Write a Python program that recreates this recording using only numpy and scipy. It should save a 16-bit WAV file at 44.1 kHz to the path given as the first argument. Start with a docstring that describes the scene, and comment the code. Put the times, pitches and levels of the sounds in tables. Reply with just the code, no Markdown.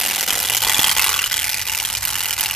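"""An uneven run of sharp snaps, much alike at every wheel turn: a bicycle rides past on a park path
with a stiff card flapping in its rear spokes, inside a toy exhaust pipe. Snaps and flaps are shaped noise
bursts, the card rings as decaying sines, and resonators driven by the flaps give the pipe's hollow notes.
A moving reflection off the path sweeps the colour and trees add a faint echo; there is one low thud.
A faint hum gives way to a low outdoor rumble of filtered noise."""
import sys
import numpy as np
from scipy import signal
from scipy.fft import rfft, irfft
from scipy.io import wavfile
from scipy.ndimage import uniform_filter1d, map_coordinates

SR = 44100
rng = np.random.default_rng(int(sys.argv[2]) if len(sys.argv) > 2 else 0)


def master_out(mix):
    """Clip the mix to full scale and print it as 16-bit PCM to the path in sys.argv[1]."""
    frames = np.transpose(np.atleast_2d(mix))
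    ceiling = np.clip(frames, -1, 1)
    pcm = np.round(ceiling * 32767).astype(np.int16)
    wavfile.write(sys.argv[1], SR, pcm)


N = 112454   # samples

# completion of each half turn of the wheel: (time [s])
HALF_TURN_TIMES = [-.0374, .1356, .3042, .4737, .6468, .8178, .993, 1.1653, 1.3396, 1.5177, 1.6958, 1.8754,
                   2.0502, 2.2315, 2.4072, 2.5868, 2.756]
# lighter card-spoke contacts in one turn, relative levels:
# (wheel angle [deg], snap level [dB], flap level [dB], card ring level [dB])
LIGHT_CONTACTS = [(7.2, -7.0, -4.6, -5.6), (11.6, -19.7, -5.9, -7.0), (22.1, -2.8, 5.3, -2.0),
                  (28.6, 0.0, -4.8, -18.7), (31.8, -10.0, -6.5, -6.4), (39.3, -1.7, 2.3, 1.4),
                  (58.6, -2.9, -0.7, -5.0), (63.9, -15.3, -6.9, -6.5), (73.5, -5.2, 5.4, -2.4),
                  (80.4, -0.2, -4.8, -17.3), (90.8, -1.7, 2.6, 3.2), (109.5, -7.2, -4.4, -10.0),
                  (113.4, -5.3, -0.8, -5.9), (124.6, -4.8, 4.2, -4.1), (131.3, -2.3, -9.9, -17.9),
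                  (134.2, -14.8, -16.4, -7.0), (141.6, -1.7, 1.5, 4.7), (160.4, -3.9, -4.5, -4.6),
                  (164.4, -8.0, -6.1, -2.7), (175.8, -6.0, 2.4, -1.6), (182.3, -3.6, -5.4, -15.1),
                  (185.3, -11.6, -15.9, -7.8), (192.9, -2.9, 1.5, 3.0), (212.0, -4.5, -0.0, -2.8),
                  (226.8, -7.2, 3.7, -2.0), (233.8, -2.5, -3.7, -15.0), (236.9, -10.0, -7.4, -4.8),
                  (244.6, -1.6, -0.4, 0.3), (264.3, -5.4, -2.3, -19.2), (267.9, -16.9, -16.6, -9.3),
                  (278.0, 0.2, 2.4, -15.9), (284.4, -3.6, -6.5, -3.8), (287.8, -7.6, -12.3, -13.4),
                  (292.4, -11.3, -14.9, -21.6), (294.1, -19.7, -10.8, -12.0), (305.7, -20.5, -19.8, -20.1),
                  (313.9, -16.3, -9.4, -8.6), (317.1, -6.2, -9.4, -3.3), (331.0, -3.7, 5.8, -0.0),
                  (338.0, -0.9, -3.6, -11.3), (341.4, -8.0, -2.3, -8.5), (348.5, -2.0, 2.6, 5.3)]
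SCATTER_DB, SCATTER_S = .4, .00015   # standard deviation from one turn to the next
# hardest slap of each group of spokes; snap level relative, ring level absolute:
# (time [s], snap level [dB], ring peak level [dB], ring frequency [Hz], ring decay [s])
HARD_SLAPS = [(0.0121, 1, -12, 2620, 0.0018), (0.0611, 0, -14, 2800, 0.0018), (0.11, 0, -12, 2780, 0.0018),
              (0.1592, -0.2, -17.6, 3400.0, 0.0018), (0.2083, 2.2, -17.7, 3270.0, 0.0018),
              (0.3047, 1.9, -7.0, 3130.0, 0.0018), (0.3534, 1.0, -15.0, 3460.0, 0.0018),
              (0.4009, 0.6, -17.1, 2950.0, 0.0018), (0.4489, -0.2, -14.3, 3360.0, 0.0018),
              (0.498, 1.8, -9.0, 2810.0, 0.0018), (0.548, 1.0, -10.4, 3050.0, 0.0018),
              (0.6475, 1.1, -9.9, 3330.0, 0.0035), (0.6956, 3.6, -8.2, 3340.0, 0.0035),
              (0.7443, 0.8, -7.8, 3430.0, 0.0035), (0.7929, 1.5, -5.7, 3380.0, 0.0035),
              (0.8427, -0.5, -4.7, 3240.0, 0.0035), (0.8934, -0.9, -8.0, 3200.0, 0.0035),
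              (0.9942, 0.6, -5.9, 2650.0, 0.0035), (1.0424, 1.3, -8.4, 2820.0, 0.0035),
              (1.0919, 1.3, -11.5, 2970.0, 0.0035), (1.1405, -1.0, -8.3, 3350.0, 0.0035),
              (1.1906, -1.0, -7.5, 2770.0, 0.0035), (1.24, 0.8, -8.4, 2960.0, 0.0035),
              (1.3406, 2.1, -9.8, 3290.0, 0.0018), (1.3912, -0.3, -13.1, 3310.0, 0.0018),
              (1.4423, 2.4, -15.1, 2510.0, 0.0018), (1.4925, 2.7, -19.0, 3480.0, 0.0018),
              (1.5427, 3.9, -16.3, 2510.0, 0.0018), (1.5938, -2.5, -16.9, 2870.0, 0.0018),
              (1.6965, 1.0, -11.6, 2810.0, 0.0018), (1.7482, 1.0, -13.3, 2750.0, 0.0018),
              (1.7994, 2.0, -10.6, 2870.0, 0.0018), (1.8497, 2.9, -10.6, 3250.0, 0.0018),
              (1.9001, -0.6, -14.9, 2920.0, 0.0018), (1.9502, 2.4, -12.7, 2970.0, 0.0018),
              (2.0517, 1.3, -13.4, 2910.0, 0.0018), (2.103, -2.4, -17.0, 3070.0, 0.0018),
              (2.1544, 2.8, -12.7, 2890.0, 0.0018), (2.2053, 2.5, -13.2, 2810.0, 0.0018),
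              (2.2564, -0.0, -13.7, 2750.0, 0.0018), (2.3073, 0.2, -11.8, 2980.0, 0.0018),
              (2.4083, 4.0, -12.9, 2920.0, 0.0018), (2.4589, -0.0, -10.3, 2800.0, 0.0018),
              (2.5101, 2.0, -11.9, 2870.0, 0.0018)]
SLAP_FLAP_DB = 2.5
# levels along the ride: (time [s], snap level [dB], flap level [dB], pipe level [dB], light ring level [dB])
RIDE_LEVELS = [(0, -23, -25.5, -33, -51), (.22, -23, -26.5, -31, -29.5), (.3, -22, -28, -28, -33),
               (.42, -23, -49, -29.5, -39.5), (.57, -19.5, -38, -28.5, -22.5), (.7, -21, -31, -26.5, -36.5),
               (.88, -17.5, -27, -25.5, -28), (1.1, -21, -37, -27, -33.5), (1.3, -23, -41, -30, -33),
               (1.6, -24, -49, -32.5, -35.5), (1.9, -25, -35, -35.5, -44), (2.15, -24, -35.5, -35, -39),
               (2.33, -24, -39.5, -30.5, -36), (2.42, -22.5, -33.5, -33.5, -31), (2.55, -28, -42, -33, -37)]

# spectrum of the snap: (frequency [Hz], relative spectral level [dB])
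SNAP_SPECTRUM = [(200, -15), (700, -28), (1400, -0.5), (2200, 0), (3000, -2.5), (3900, 1), (5000, 2.5),
                 (7500, 1), (10000, 0.5), (13500, 3.5), (16000, -11)]
# edges of the bands that each snap tints separately: (frequency [Hz])
SNAP_BAND_EDGES = [150, 1200, 1800, 2500, 3600, 4800, 6300, 8300, 11000, 16500]
SNAP_RISE_S, SNAP_DECAY_S = .0003, .0015
FLUTTER_DECAY_S, FLUTTER_DB = .007, -14.5   # weaker, longer tail, relative to the snap
COLOUR_SCATTER_DB, GRAIN_DB = 2.4, 3.0   # random band tint and fast level grain
# spectrum of the duller flap: (frequency [Hz], relative spectral level [dB])
FLAP_SPECTRUM = [(60, -25), (150, -9), (250, -4), (350, -10), (480, -7.5), (620, -7.5), (800, 2.5),
                 (1050, -6), (2000, -2), (3500, -2.5), (8000, -10.5)]
FLAP_RISE_S, FLAP_DECAY_S = .00036, .0055

# ringing pitch of the bent card, before the light contacts' factor: (time [s], frequency [Hz])
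CARD_PITCH = [(0, 2800), (.3, 3200), (.65, 3350), (.75, 3430), (.85, 3300), (1.0, 2980), (1.2, 2980),
              (1.36, 3200), (1.55, 2550), (1.8, 2900), (2.55, 2850)]
# modes of the card: (ratio to its ringing pitch [1], level [dB])
CARD_MODE_TABLE = [(1, 0), (.8, -10)]
CARD_SPREAD, LIGHT_PITCH, LIGHT_DECAY_S = .06, .96, .0018   # pitch deviation and factor as ratios
# resonances of the pipe: (frequency [Hz], bandwidth [Hz],
# level with its mouth turned away [dB], sideways [dB], towards the listener [dB])
PIPE_RESONANCES = [(270, 57, -5, -19, -13), (484, 116, 0.5, -8, -29), (765, 110, 4.5, -4, -20),
                   (862, 48, -4, 2.5, 8), (1098, 160, -7, -2, -8), (1483, 52, -6, 1.5, -2),
                   (1995, 55, 7.5, 6, 5), (2410, 33, 9, 3.5, 15), (2937, 73, 6.5, 2.5, 5),
                   (3324, 74, -9, 3, -21)]
# aim of the pipe's mouth: (time [s], facing [-1 away, 0 sideways, 1 towards])
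PIPE_FACING = [(.5, -0.64), (.75, 0.26), (1.05, 0), (1.45, 0.23)]
PIPE_DECAY_S, PIPE_SCATTER_DB = .0022, 2.2   # each flap strikes each note with its own strength

# colour of the reflection off the path: (frequency [Hz], level [dB])
GROUND_COLOUR = [(300, -24), (1000, 1.5), (2500, -12.5), (5000, -26), (10000, -25)]
# strength of that reflection along the ride: (time [s], level [dB])
GROUND_STRENGTH = [(0, -40), (.6, -18), (1.0, -3), (1.65, -3), (2.0, -19), (2.55, -43)]
PASS_S, SPEED_M_PER_S, SOUND_M_PER_S = .8, 5.6, 343
NEAREST_M, CARD_HEIGHT_M, LISTENER_HEIGHT_M = 1.65, .35, .97
TREES_T60_S, TREES_DB, TREES_CUT_HZ = .35, -12.5, 7000
# stereo image: (frequency [Hz], side-to-mid level [dB], left-right level [dB])
STEREO_WIDTH = [(100, -9.5, -0.5), (250, -10, 0.5), (616, -20, 1.5), (1500, -14, -1.5), (2720, -17, -0.5),
                (5100, -6, -.2), (9000, -6.5, -1), (13900, -5, -5)]
# lag of the right channel as the bicycle moves to the left: (time [s], lag [s])
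RIGHT_CHANNEL_LAG = [(0, -.000008), (.65, .000006), (1.1, .000023), (2.55, .000023)]

THUD_S, THUD_HZ, THUD_DECAY_S = .7922, 276, .00081   # close to the nearest point
THUD_DB, THUD_LEFT_DB, THUD_LOW_CUT_HZ = 2, -26, 78   # level before damping; left relative to right
# spectrum of the outdoor rumble and air: (frequency [Hz], relative spectral level [dB])
AIR_SPECTRUM = [(20, -26), (35, -8), (55, 3.5), (85, -1), (112, 0.5), (150, -9), (200, -17.5), (300, -22.5),
                (1000, -10), (4000, -29), (15000, -33.5)]
# strength of the rumble and air: (time [s], level [dB])
AIR_STRENGTH = [(0, -51), (.3, -58), (.335, -39.5), (.9, -38), (1.2, -41.5), (2, -40), (2.55, -40.5)]
HUM_HZ, HUM_DB, HUM_END_S = 77, -48.5, .31
CLIP_TOP, CUTOFF_HZ = 3.0, 14400   # limit of the amplitude, upper edge of the band


def from_db(db):
    """Level is logarithmic: decibels to amplitude gain."""
    return 10 ** (np.asarray(db) / 20)


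def rms_one(x):
    """Normalization to unit root-mean-square amplitude."""
    return x / np.sqrt(np.mean(x ** 2) + 1e-20)


def in_time(rows):
    """Linear interpolation of each column of a time curve at every sample."""
    s, *columns = np.transpose(rows)
    return [np.interp(np.arange(N) / SR, s, c) for c in columns]


def colour(x, points):
    """Spectral weighting by a level curve, linear in dB over log frequency."""
    hz, db = np.transpose(points)
    bins = np.maximum(np.arange(N + 1) * SR / (2 * N), 1)
    gain = from_db(np.interp(np.log(bins), np.log(hz), db))
    return irfft(rfft(x, 2 * N) * gain)[..., :N]


def low_pass(x, hz):
    """First-order relaxation: a gentle one-pole roll-off."""
    r = np.exp(-2 * np.pi * hz / SR)
    return signal.lfilter([1 - r], [1, -r], x)


def delayed(x, lag_s):
    """Propagation delay: a signal read with a moving lag."""
    return map_coordinates(x, [np.arange(N) - lag_s * SR], order=3)


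def envelope(s, db, rise_s, decay_s):
    """Impulsive excitation: a quick rise and an exponential fall at each contact."""
    clicks = np.bincount((s * SR).astype(int), from_db(db), N) + 1e-18
    rise, fall = np.exp(-1 / (rise_s * SR)), np.exp(-1 / (decay_s * SR))
    return signal.lfilter([1 - rise], np.convolve([1, -rise], [1, -fall]), clicks)


def contacts():
    """Periodic excitation: each turn repeats the spoke contacts, slightly scattered in time and level."""
    turns = np.arange(len(HALF_TURN_TIMES)) / 2
    rows = []
    for turn in range(len(turns) // 2):
        for deg, *db in LIGHT_CONTACTS:
            start = np.interp(turn + deg / 360, turns, HALF_TURN_TIMES)
            rows.append((start, *db))
    rows = np.array(rows)
    rows = rows + rng.standard_normal(rows.shape) * [SCATTER_S, SCATTER_DB, SCATTER_DB, SCATTER_DB]
    return rows[(rows[:, 0] > 0) & (rows[:, 0] < (N - 1) / SR)].T


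def snaps(s, db):
    """Broadband impact: the card's edge cracks grainily off a spoke and flutters, each time newly tinted."""
    out = 0
    tints = rng.standard_normal((len(s), len(SNAP_BAND_EDGES) - 1)).T
    tints = tints - tints.mean(axis=0)   # the tint shifts the colour, not the mean band level
    for tint, edges in zip(tints, zip(SNAP_BAND_EDGES, SNAP_BAND_EDGES[1:])):
        level = db + COLOUR_SCATTER_DB * tint
        crack = envelope(s, level, SNAP_RISE_S, SNAP_DECAY_S)
        flutter = envelope(s, level + FLUTTER_DB, SNAP_RISE_S, FLUTTER_DECAY_S)
        roughness = rms_one(uniform_filter1d(rng.standard_normal(N), size=8))
        grain = from_db(GRAIN_DB * roughness)
        noise = (crack + flutter) * grain * rng.standard_normal((2, N))
        band = signal.butter(2, edges, "band", fs=SR, output="sos")
        out = out + signal.sosfilt(band, noise)
    return rms_one(colour(out, SNAP_SPECTRUM))


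def flaps(s, db):
    """Radiation by a moving plate: the face of the card slaps the air in dull noise bursts."""
    bursts = envelope(s, db, FLAP_RISE_S, FLAP_DECAY_S) * rng.standard_normal((2, N))
    return rms_one(colour(bursts, FLAP_SPECTRUM))


def card_ring(s, db, hz, decay_s):
    """Free vibration: each contact starts damped sinusoidal modes of the bent card."""
    t = np.arange(SR // 40) / SR
    out = np.zeros((2, N + len(t)))
    for ratio, mode_db in CARD_MODE_TABLE:
        phases = rng.random((len(s), 2, 1))   # in cycles, separate for mid and side
        for start, level, pitch, decay, phase in zip(s, db, hz, decay_s, phases):
            i = max(int(start * SR), 0)
            shape = np.exp(-t / decay) * (1 - np.exp(-t / SNAP_RISE_S))
            tone = np.sin(2 * np.pi * (ratio * pitch * t + phase))
            out[:, i:i + len(t)] += from_db(level + mode_db) * shape / shape.max() * tone
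    return out[:, :N]


def light_rings(s, db):
    """Free vibration after the lighter contacts, at a lowered and randomly spread pitch."""
    spread = 1 + CARD_SPREAD * rng.standard_normal(len(s))
    hz = LIGHT_PITCH * np.interp(s, *np.transpose(CARD_PITCH)) * spread
    return rms_one(card_ring(s, db, hz, np.full(len(s), LIGHT_DECAY_S)))


def pipe(s, db):
    """Resonance: flaps excite the pipe's air column, whose notes change in level as its mouth comes round."""
    out, facing = 0, in_time(PIPE_FACING)[0]
    chances = rng.standard_normal((len(s), len(PIPE_RESONANCES))).T
    for (hz, width_hz, *heard_db), chance in zip(PIPE_RESONANCES, chances):
        strikes = envelope(s, db + PIPE_SCATTER_DB * chance, SNAP_RISE_S, PIPE_DECAY_S)
        drive = strikes * rng.standard_normal((2, N))
        r = np.exp(-np.pi * width_hz / SR)   # pole radius from the bandwidth
        poles = [1, -2 * r * np.cos(2 * np.pi * hz / SR), r * r]
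        note = signal.lfilter((1 - r * r) * np.array([1, 0, -1]), poles, drive)
        out = out + from_db(np.interp(facing, [-1, 0, 1], heard_db)) * note
    return rms_one(out)


def ground_echo(x):
    """Interference by reflection: the bounce off the path lags most when the bicycle is nearest."""
    distance = np.hypot(NEAREST_M, SPEED_M_PER_S * (np.arange(N) / SR - PASS_S))
    reflected = np.hypot(distance, LISTENER_HEIGHT_M + CARD_HEIGHT_M)   # image source below the path
    direct = np.hypot(distance, LISTENER_HEIGHT_M - CARD_HEIGHT_M)
    lag_s = (reflected - direct) / SOUND_M_PER_S
    bounce = np.array([delayed(c, lag_s) for c in colour(x, GROUND_COLOUR)])
    return from_db(in_time(GROUND_STRENGTH)[0]) * bounce


def trees(x):
    """Diffuse scattering: bushes and trees return a faint exponentially decaying noise echo."""
    t = np.arange(SR // 2) / SR
    tail = low_pass(rng.standard_normal((2, len(t))), TREES_CUT_HZ) * from_db(-60 * t / TREES_T60_S)
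    response = rms_one(tail) / np.sqrt(len(t))   # unit energy
    return from_db(TREES_DB) * signal.fftconvolve(x, response, axes=1)[:, :N]


def stereo(pair):
    """Sum and difference of mid and side: narrow in the middle range, wide in the treble."""
    hz, side_db, pan_db = np.transpose(STEREO_WIDTH)
    mid, side = pair[0], colour(pair[1], np.c_[hz, side_db])
    left = colour(mid + side, np.c_[hz, pan_db / 2])
    right = colour(mid - side, np.c_[hz, -pan_db / 2])
    return np.array([left, right])


def thud():
    """Heavily damped oscillation: a single low knock, mostly on the right."""
    t = np.maximum(np.arange(N) / SR - THUD_S, 0)
    knock = np.sin(2 * np.pi * THUD_HZ * t) * np.exp(-t / THUD_DECAY_S)
    return from_db([[THUD_DB + THUD_LEFT_DB], [THUD_DB]]) * (knock - low_pass(knock, THUD_LOW_CUT_HZ))


def background():
    """Stationary noise and tone: low rumble with a little hiss, and a faint hum that gives way to it."""
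    t = np.arange(N) / SR
    air = from_db(in_time(AIR_STRENGTH)[0]) * rms_one(colour(rng.standard_normal((2, N)), AIR_SPECTRUM))
    fade = np.clip((HUM_END_S - t) * 20 + .5, 0, 1)   # 50 ms, centred on the end time
    hum = from_db(HUM_DB) * np.sin(2 * np.pi * HUM_HZ * t) * fade
    return stereo(air) + hum


def scene():
    """Superposition: light contacts and hard slaps with their echoes, over thud and background."""
    light_s, light_snap_db, light_flap_db, light_ring_db = contacts()
    slap_s, slap_snap_db, *slap_ring = np.transpose(HARD_SLAPS)
    s = np.r_[light_s, slap_s]
    snap_db = np.r_[light_snap_db, slap_snap_db]
    flap_db = np.r_[light_flap_db, np.full(len(slap_s), SLAP_FLAP_DB)]
    snap_gain, flap_gain, pipe_gain, ring_gain = from_db(in_time(RIDE_LEVELS))
    rattle = snap_gain * snaps(s, snap_db)
    rattle = rattle + flap_gain * flaps(s, flap_db)
    rattle = rattle + pipe_gain * pipe(s, flap_db)
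    rattle = rattle + ring_gain * light_rings(light_s, light_ring_db)
    rattle = rattle + card_ring(slap_s, *slap_ring)
    left, right = stereo(rattle + ground_echo(rattle) + trees(rattle))
    passing = np.array([left, delayed(right, in_time(RIGHT_CHANNEL_LAG)[0])])
    return passing + background() + thud()


def record(dry):
    """Saturation and band limiting: the loudest peaks are rounded and the top is cut."""
    rounded = CLIP_TOP * np.tanh(dry / CLIP_TOP)
    top_cut = signal.ellip(8, .3, 75, CUTOFF_HZ, fs=SR, output="sos")
    return signal.sosfilt(top_cut, rounded)


dry = scene()
out = record(dry)
master_out(out)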